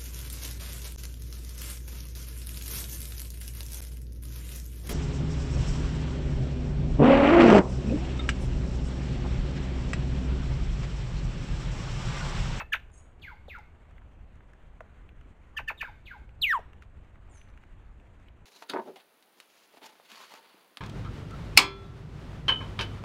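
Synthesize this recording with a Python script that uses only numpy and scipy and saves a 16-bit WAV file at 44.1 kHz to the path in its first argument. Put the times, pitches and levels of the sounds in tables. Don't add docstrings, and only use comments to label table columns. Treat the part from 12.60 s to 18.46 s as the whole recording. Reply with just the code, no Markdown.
import sys
import numpy as np
from scipy import signal
from scipy.io import wavfile
from scipy.ndimage import uniform_filter1d

SR = 44100
rng = np.random.default_rng(int(sys.argv[2]) if len(sys.argv) > 2 else 0)


def generate_wav(sig):
    pcm = np.round(np.clip(np.atleast_2d(sig).T, -1, 1) * 32767).astype(np.int16)
    wavfile.write(sys.argv[1], SR, pcm)


def attenuation_scalar(level_db):
    decades = np.asarray(level_db, float) / 20
    return 10 ** decades


N = 258271
LEAD = 4410
CAMERA_HZ = 16000

# start in seconds, length in seconds, peak in dB, from Hz, to Hz.
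HELD_NOTE = (-.034, .042, -34, 2720, 2620)
# start in seconds, length in seconds, low voice dB, high voice dB,
# top pitch of the high voice in Hz.
CHACKS = [
    (-.022, .046, -30.5, -30.5, 2850),
    (2.963, .044, -32, -29, 3316),
    (3.074, .044, -29.5, -28, 3065),
    (3.205, 0.034, -33, -28.5, 3004),
]
# share of length, low voice Hz, its dB, high voice as share of its top, its dB.
CHACK_SHAPE = [(0, 1807, -25, 0.91, -40), (.13, 1748, -4.5, .99, -17), (.3, 1777, 3, .9, -3.5),
               (.48, 1715, -11.5, .77, 0.5), (.57, 1422, -4.5, .68, -10.5), (.72, 922, -2.5, .51, -8),
               (.86, 683, -13, .44, -10), (1, 450, -10, 0.53, -36)]
# time in seconds, low voice Hz, its dB, high voice Hz, its dB.
CLOSE_CHACK = [(.118, 1850, -68, 3495, -86), (.123, 1782, -30.5, 3490, -50), (.129, 1652, -24, 3208, -33),
               (.135, 1830, -26, 2600, -19.5), (.14, 1444, -24.5, 2165, -25), (.143, 1284, -35, 1720, -25),
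               (.147, 1026, -33.5, 1460, -25.5), (.151, 630, -41.5, 1500, -36), (.154, 473, -47, 1390, -59)]
# at start in dB, at end in dB.
CHACK_SUM_DB = (-1, -4.5)
CLOSE_SUM_DB = (-32, 27)
# Hz, dB.
PORT = [(300, 8), (1500, -5.5), (2800, -12.5), (3600, -10.5), (4400, -20), (5200, -16.5), (6400, -2.5),
        (8000, 0.5)]
# delay in seconds, level in dB.
TRUNKS = [(.0045, -14), (.013, -13.5), (0.018, -16), (0.031, -26)]
# Hz, t60 in seconds.
FOREST_T60 = [(400, 0.2), (1500, 0.4), (3000, 0.44), (7000, 0.6)]
# Hz, density in dB per Hz.
FLOOR_SPECTRUM = [(12, -17.5), (22, 0.5), (70, -6.5), (100, -17), (150, -20), (330, -27.5), (1000, -33.5),
                  (2000, -38), (2800, -43), (3600, -51), (4300, -56.5), (5200, -63.5), (6400, -56.5),
                  (7900, -52.5)]
# time in seconds, peak in dB, ring in Hz, bright snap in dB relative.
TICKS = [(.3, -48, 1180, -19), (.5964, -55, 3760, -15), (.9848, -48, 1400, -6), (1.0394, -60, 2170, -27),
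         (1.3087, -50.5, 1570, -13), (1.3791, -46, 1820, -41), (1.4172, -52, 1270, -33),
         (1.7544, -54, 1270, -11), (1.805, -46.5, 1360, -43), (1.933, -46, 1640, -15),
         (2.2053, -35.5, 1270, -27), (2.2618, -53, 1210, -23), (2.4897, -45, 2200, -26),
         (2.5623, -58, 1430, -28), (2.61, -46, 1790, -19), (3.691, -47.5, 2080, -22),
         (4.1312, -45.5, 1870, -18), (4.222, -40, 1690, -15.5), (4.4456, -55, 1400, -15),
         (4.556, -49, 1380, -33), (4.755, -53, 1470, -21), (4.813, -43, 2290, -32), (4.874, -49, 1520, -30),
         (4.8996, -53, 1830, -9.5), (4.938, -54, 1850, -22), (4.9742, -48.5, 2070, -12),
         (5.0355, -46, 1370, -19), (5.3981, -54, 2230, -27), (5.5972, -53.5, 1480, -13),
         (5.683, -46, 2680, -30.5)]
# time in seconds, peak in dB, ring in Hz, bright snap in dB relative.
THUMPS = [
    (0.881, -42.5, 565, -27),
    (2.206, -41, 570, -27),
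    (2.656, -44, 262, -43),
    (3.989, -38, 577, -25),
]
# start in seconds, length in seconds, peak in dB, from Hz, to Hz.
THIN_NOTES = [
    (.314, .06, -66, 7150, 6350),
    (.366, .055, -62, 6400, 6980),
    (.33, .09, -62, 7300, 7950),
    (4.69, .11, -63, 7950, 6050),
    (4.74, .06, -69, 7580, 7630),
    (2.945, .027, -56, 1150, 1185),
]
# start in seconds, length in seconds, level in dB,
# throat tuning as a ratio, drag on the opening drop.
FAR_WHISTLES = [
    (0.614, 0.13, -37, 1.01, 0.95),
    (.878, 0.12, -37, 0.97, 1.09),
    (3.174, .127, -35.5, 1.043, 1.25),
    (3.453, 0.12, -38, 1.026, 0.92),
]
# share of length, Hz.
GLIDE = [(.06, 3500), (0.171, 2599), (.29, 2160), (0.571, 1498), (.71, 1105), (.83, 950), (1, 753)]
# Hz, dB.
PASSAGE = [(780, -13.5), (960, -11), (1150, -24), (1480, 2.5), (1800, -16.5), (2200, -4.5), (3300, -12.5),
           (4500, -17)]
# resonance in Hz, width in Hz, gain in dB.
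THROAT = [(1520, 100, -15.5), (2170, 130, 6.5), (4470, 1100, 6.5)]
# time in seconds, Hz.
NEAR_PITCH = [(3.814, 4630), (3.82, 3987), (3.832, 3255), (3.85, 2488), (3.864, 2280), (3.92, 1726),
              (3.94, 1169), (3.958, 1000), (3.983, 850)]
# time in seconds, level in dB.
NEAR_EFFORT = [(3.814, -45.5), (3.82, -26.5), (3.843, -18.5), (3.858, -26), (3.88, -27), (3.913, -20.5),
               (3.937, -22.5), (3.955, -21.5), (3.981, -34.5)]
# Hz, dB relative.
SECOND_HARMONIC = [(1800, -21), (2300, -31), (3000, -23.5), (3800, -22.5), (4400, -33), (5500, -50.5),
                   (6800, -36), (7800, -16.5)]
# Hz, dB relative.
THIRD_HARMONIC = [(2700, -24.5), (3600, -36.5), (5000, -30.5), (6200, -30), (7000, -38), (7500, -62.5),
                  (12000, -58)]
# start in seconds, end in seconds, level in dB.
RUSTLES = [
    (4.201, 4.27, -67),
    (4.742, 4.827, -69),
    (4.865, 4.91, -72.5),
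    (4.936, 5.067, -88),
    (5.58, 5.723, -77.5),
]


def evened(x):
    return x / np.sqrt(np.mean(x ** 2) + 1e-20)


def read(points, hz):
    f, value = np.transpose(points)
    return np.interp(np.log(hz + 1), np.log(f + 1), value)


def add(mix, s, sound):
    part = mix[round(max(s, 0) * SR):][:len(sound)]
    part += sound[:len(part)]


def unroll(rows):
    s, *columns = np.transpose(sorted(rows))
    t = np.arange(s[0], s[-1], 1 / SR)
    return s[0], [np.interp(t, s, c) for c in columns]


def slow_noise(samples, n):
    return evened(uniform_filter1d(rng.standard_normal(4 * 4096), size=samples))[:n]


def band(x, order, low_hz, high_hz):
    return signal.lfilter(*signal.butter(order, [low_hz, high_hz], "bandpass", fs=SR), x)


def phase(hz, waver):
    drift = slow_noise(60, len(hz))
    return 2 * np.pi * (np.cumsum(hz * (1 + waver * drift)) / SR + rng.random())


def port(hz):
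    return attenuation_scalar(read(PORT, hz))


def soft_ends(x):
    return x * signal.windows.tukey(len(x), min(.004 * SR / len(x), 1))


def echoes(x):
    out = np.zeros(len(x))
    for delay, db in TRUNKS:
        add(out, delay, attenuation_scalar(db) * x)
    return out


def forest(x, start=.008, t60_scale=0.97):
    taps = np.zeros(SR)
    at = np.arange(0, SR - 20, 20)
    taps[at + rng.integers(0, 20, len(at))] = rng.choice([-1., 1.], len(at))
    hz, t, z = signal.stft(taps, SR, nperseg=256)
    t60 = t60_scale * read(FOREST_T60, hz)[:, None]
    tail = signal.istft(z * attenuation_scalar(-60 * t / t60), SR, nperseg=256)[1]
    tail = np.append(np.zeros(round(start * SR)), tail / np.linalg.norm(tail))
    return signal.fftconvolve(x, tail)[:len(x)]


def whistle(hz, level_db, waver, flutter_db, second_db):
    flutter = slow_noise(180, len(hz))
    p = phase(hz, waver)
    tone = np.sin(p) + attenuation_scalar(second_db) * port(2 * hz) * np.sin(2 * p)
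    return soft_ends(attenuation_scalar(level_db + flutter_db * flutter) * tone)


def thin_note(start, length, peak_db, from_hz, to_hz):
    u = np.arange(0, length, 1 / SR) / length
    hz = to_hz + (from_hz - to_hz) * (1 - u) ** 2
    level_db = peak_db - 7 * (2 * u - 1) ** 2
    return start, whistle(hz, level_db, waver=0.0037, flutter_db=5.5, second_db=-90)


def patterned(start, length, low_db, high_db, top_hz):
    return [(start + u * length, hz, low_db + low, top_hz * share, high_db + high)
            for u, hz, low, share, high in CHACK_SHAPE]


def chack(rows, sum_db, waver=0.022):
    s, (low_hz, low_db, high_hz, high_db) = unroll(rows)
    low, high = phase(low_hz, waver), phase(high_hz, waver)
    voices = attenuation_scalar(low_db) * np.sin(low) + attenuation_scalar(high_db) * np.sin(high)
    voices += attenuation_scalar(low_db - 15) * port(2 * low_hz) * np.sin(2 * low)
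    voices += attenuation_scalar(high_db - 13) * port(2 * high_hz) * np.sin(2 * high)
    both = attenuation_scalar((low_db + high_db) / 2)
    growth = attenuation_scalar(np.minimum(np.linspace(*sum_db, len(low)), 11))
    voices += both * growth * port(low_hz + high_hz) * np.sin(low + high)
    voices += both * attenuation_scalar(-23) * port(2 * low_hz + high_hz) * np.sin(2 * low + high)
    voices += both * attenuation_scalar(-25) * port(low_hz + 2 * high_hz) * np.sin(low + 2 * high)
    return s, voices


def near_calls():
    calls = np.zeros(N + LEAD)
    chacks = [chack(CLOSE_CHACK, CLOSE_SUM_DB)]
    chacks += [chack(patterned(*row), CHACK_SUM_DB) for row in CHACKS]
    for s, sound in chacks:
        add(calls, s + LEAD / SR, soft_ends(sound))
    s, sound = thin_note(*HELD_NOTE)
    add(calls, s + LEAD / SR, sound)
    thicket = attenuation_scalar(-29.5) * forest(calls, start=0.057, t60_scale=0.163)
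    close_scatter = attenuation_scalar(-10.5) * forest(calls, start=0.011, t60_scale=0.18)
    wide_scatter = attenuation_scalar(-23) * forest(calls)
    return (calls + echoes(calls) + close_scatter + wide_scatter + thicket)[LEAD:]


def floor():
    frames, hz = N // 256 + 5, np.fft.rfftfreq(1024, 1 / SR)
    a, b, patches = rng.standard_normal((frames, 513, 3)).T
    patches = uniform_filter1d(patches, size=12, axis=0)
    patches = evened(uniform_filter1d(patches, size=14, axis=1))
    rustle = evened(uniform_filter1d(rng.standard_normal(frames), size=5))
    rustle = rustle * np.clip(hz / 2500, 0, 1)[:, None]
    z = (a + 1j * b) * attenuation_scalar(read(FLOOR_SPECTRUM, hz)[:, None] + 1.2 * patches + 1.5 * rustle)
    return attenuation_scalar(-50) * evened(signal.istft(z, nperseg=1024, noverlap=768)[1][:N])


def ticks(events, t60, low, high):
    out, t = np.zeros(N), np.arange(4000) / SR
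    grit = rng.standard_normal((len(events), 2, len(t)))
    fade = attenuation_scalar(-60 * t / t60) * np.minimum(t / 0.0024, 1)
    for (s, peak_db, hz, snap_db), (a, b) in zip(events, grit):
        ring = evened(band(a, 2, hz * low, hz * high))
        ring = signal.lfilter(*signal.butter(4, 3300, fs=SR), ring)
        snap = evened(band(b, 2, 5200, 9000))
        add(out, s, attenuation_scalar(peak_db + 1) * fade * (ring + attenuation_scalar(snap_db) * snap))
    return out + attenuation_scalar(-15) * forest(out, t60_scale=0.95)


def thin_notes():
    thin = np.zeros(N)
    for row in THIN_NOTES:
        add(thin, *thin_note(*row))
    return attenuation_scalar(-4) * thin + attenuation_scalar(-8) * forest(thin, start=0.00079, t60_scale=0.64)


def far_whistle(start, length, level_db, tuning, drag):
    t = np.arange(0, length, 1 / SR)
    opening = (0, 4773 / max(drag, 1))  # Hz, lower when the drop drags
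    share, glide_hz = np.transpose([opening] + GLIDE)
    hz = np.interp((t / length) ** drag, share, glide_hz)
    gap_db = -13 * np.exp(-((hz - 4020) / 160) ** 2)
    level_db = level_db + read(PASSAGE, hz / tuning) + gap_db
    return start, whistle(hz, level_db, waver=0.007, flutter_db=2.5, second_db=-16.5)


def far_path(x):
    direct = signal.lfilter(*signal.butter(2, 2600, fs=SR), x)
    sideways = x.copy()
    for hz, width, db in THROAT:
        sideways += attenuation_scalar(db) * signal.lfilter(*signal.iirpeak(hz, hz / width, fs=SR), x)
    early = attenuation_scalar(-4.5) * forest(x, start=0.0017, t60_scale=0.23)
    return attenuation_scalar(-1.5) * direct + early + attenuation_scalar(-8) * forest(sideways, start=0.0055)


def far_whistles():
    far = np.zeros(N)
    for row in FAR_WHISTLES:
        add(far, *far_whistle(*row))
    return far_path(far)


def near_whistle():
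    s, (hz,) = unroll(NEAR_PITCH)
    level_db = np.interp(s + np.arange(len(hz)) / SR, *np.transpose(NEAR_EFFORT))
    p = phase(hz, .005)
    upper = sum(np.sin(k * p) * np.exp(-((k * hz - 7600) / 900) ** 2) for k in range(4, 9))
    tone = np.sin(p) + attenuation_scalar(read(SECOND_HARMONIC, 2 * hz)) * np.sin(2 * p)
    tone += attenuation_scalar(read(THIRD_HARMONIC, 3 * hz)) * np.sin(3 * p)
    sound = attenuation_scalar(level_db) * (tone + attenuation_scalar(-37.5) * upper)
    lag = round(0.0032 * SR)
    bounce = np.append(np.zeros(lag), sound[:-lag])
    bounce /= np.sqrt(1 + (1500 / hz) ** 4)
    near = np.zeros(N)
    add(near, s, soft_ends(sound + attenuation_scalar(-10) * bounce))
    scatter = attenuation_scalar(-23.5) * forest(near, t60_scale=0.64) + attenuation_scalar(-23) * forest(near)
    return near + attenuation_scalar(-4.5) * echoes(near) + scatter


def rustles():
    out = np.zeros(N)
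    bursts = np.minimum(rng.exponential(1, N // 64 + 1), 3)
    crackle = rng.standard_normal(N) * attenuation_scalar(6.6 * np.repeat(bursts, 64)[:N])
    crackle = evened(band(crackle, 2, 900, 3000))
    for start, end, db in RUSTLES:
        part = crackle[round(start * SR):round(end * SR)]
        add(out, start, attenuation_scalar(db) * part * np.hanning(len(part)))
    return out


def scene():
    birds = near_calls() + thin_notes() + far_whistles() + near_whistle()
    taps = ticks(TICKS, t60=0.016, low=.65, high=1.4)
    thumps = ticks(THUMPS, t60=0.044, low=.78, high=1.22)
    return (birds + floor() + taps + thumps + rustles())[None]


def top_cut(x):
    return signal.sosfilt(signal.butter(12, 15680, fs=SR, output="sos"), x)


def record(dry):
    padded = np.pad(dry[0], (0, 441), "reflect")
    coarse = signal.resample_poly(padded, 160, 441, padtype="reflect")
    lifted = signal.oaconvolve(coarse, [-.12, 1.24, -.12], "same")
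    calls = signal.lfilter(*signal.butter(2, 600, "highpass", fs=CAMERA_HZ), lifted)
    loudness = np.sqrt(abs(uniform_filter1d(calls ** 2, size=64)))
    steps = rng.standard_normal(len(lifted))
    steps = signal.lfilter(*signal.butter(3, 5600, "highpass", fs=CAMERA_HZ), steps)
    lifted += attenuation_scalar(-36) * loudness * steps
    lines = np.interp(np.arange(N) / SR, np.arange(len(lifted)) / CAMERA_HZ, lifted)
    held = lifted[np.round(np.arange(N) * CAMERA_HZ / SR).astype(int)]
    lines += 0.031 * (held - lines)
    lines *= np.minimum(np.arange(N)[::-1] / 200, 1)
    return top_cut(lines[None])


dry = scene()
out = record(dry)
generate_wav(out)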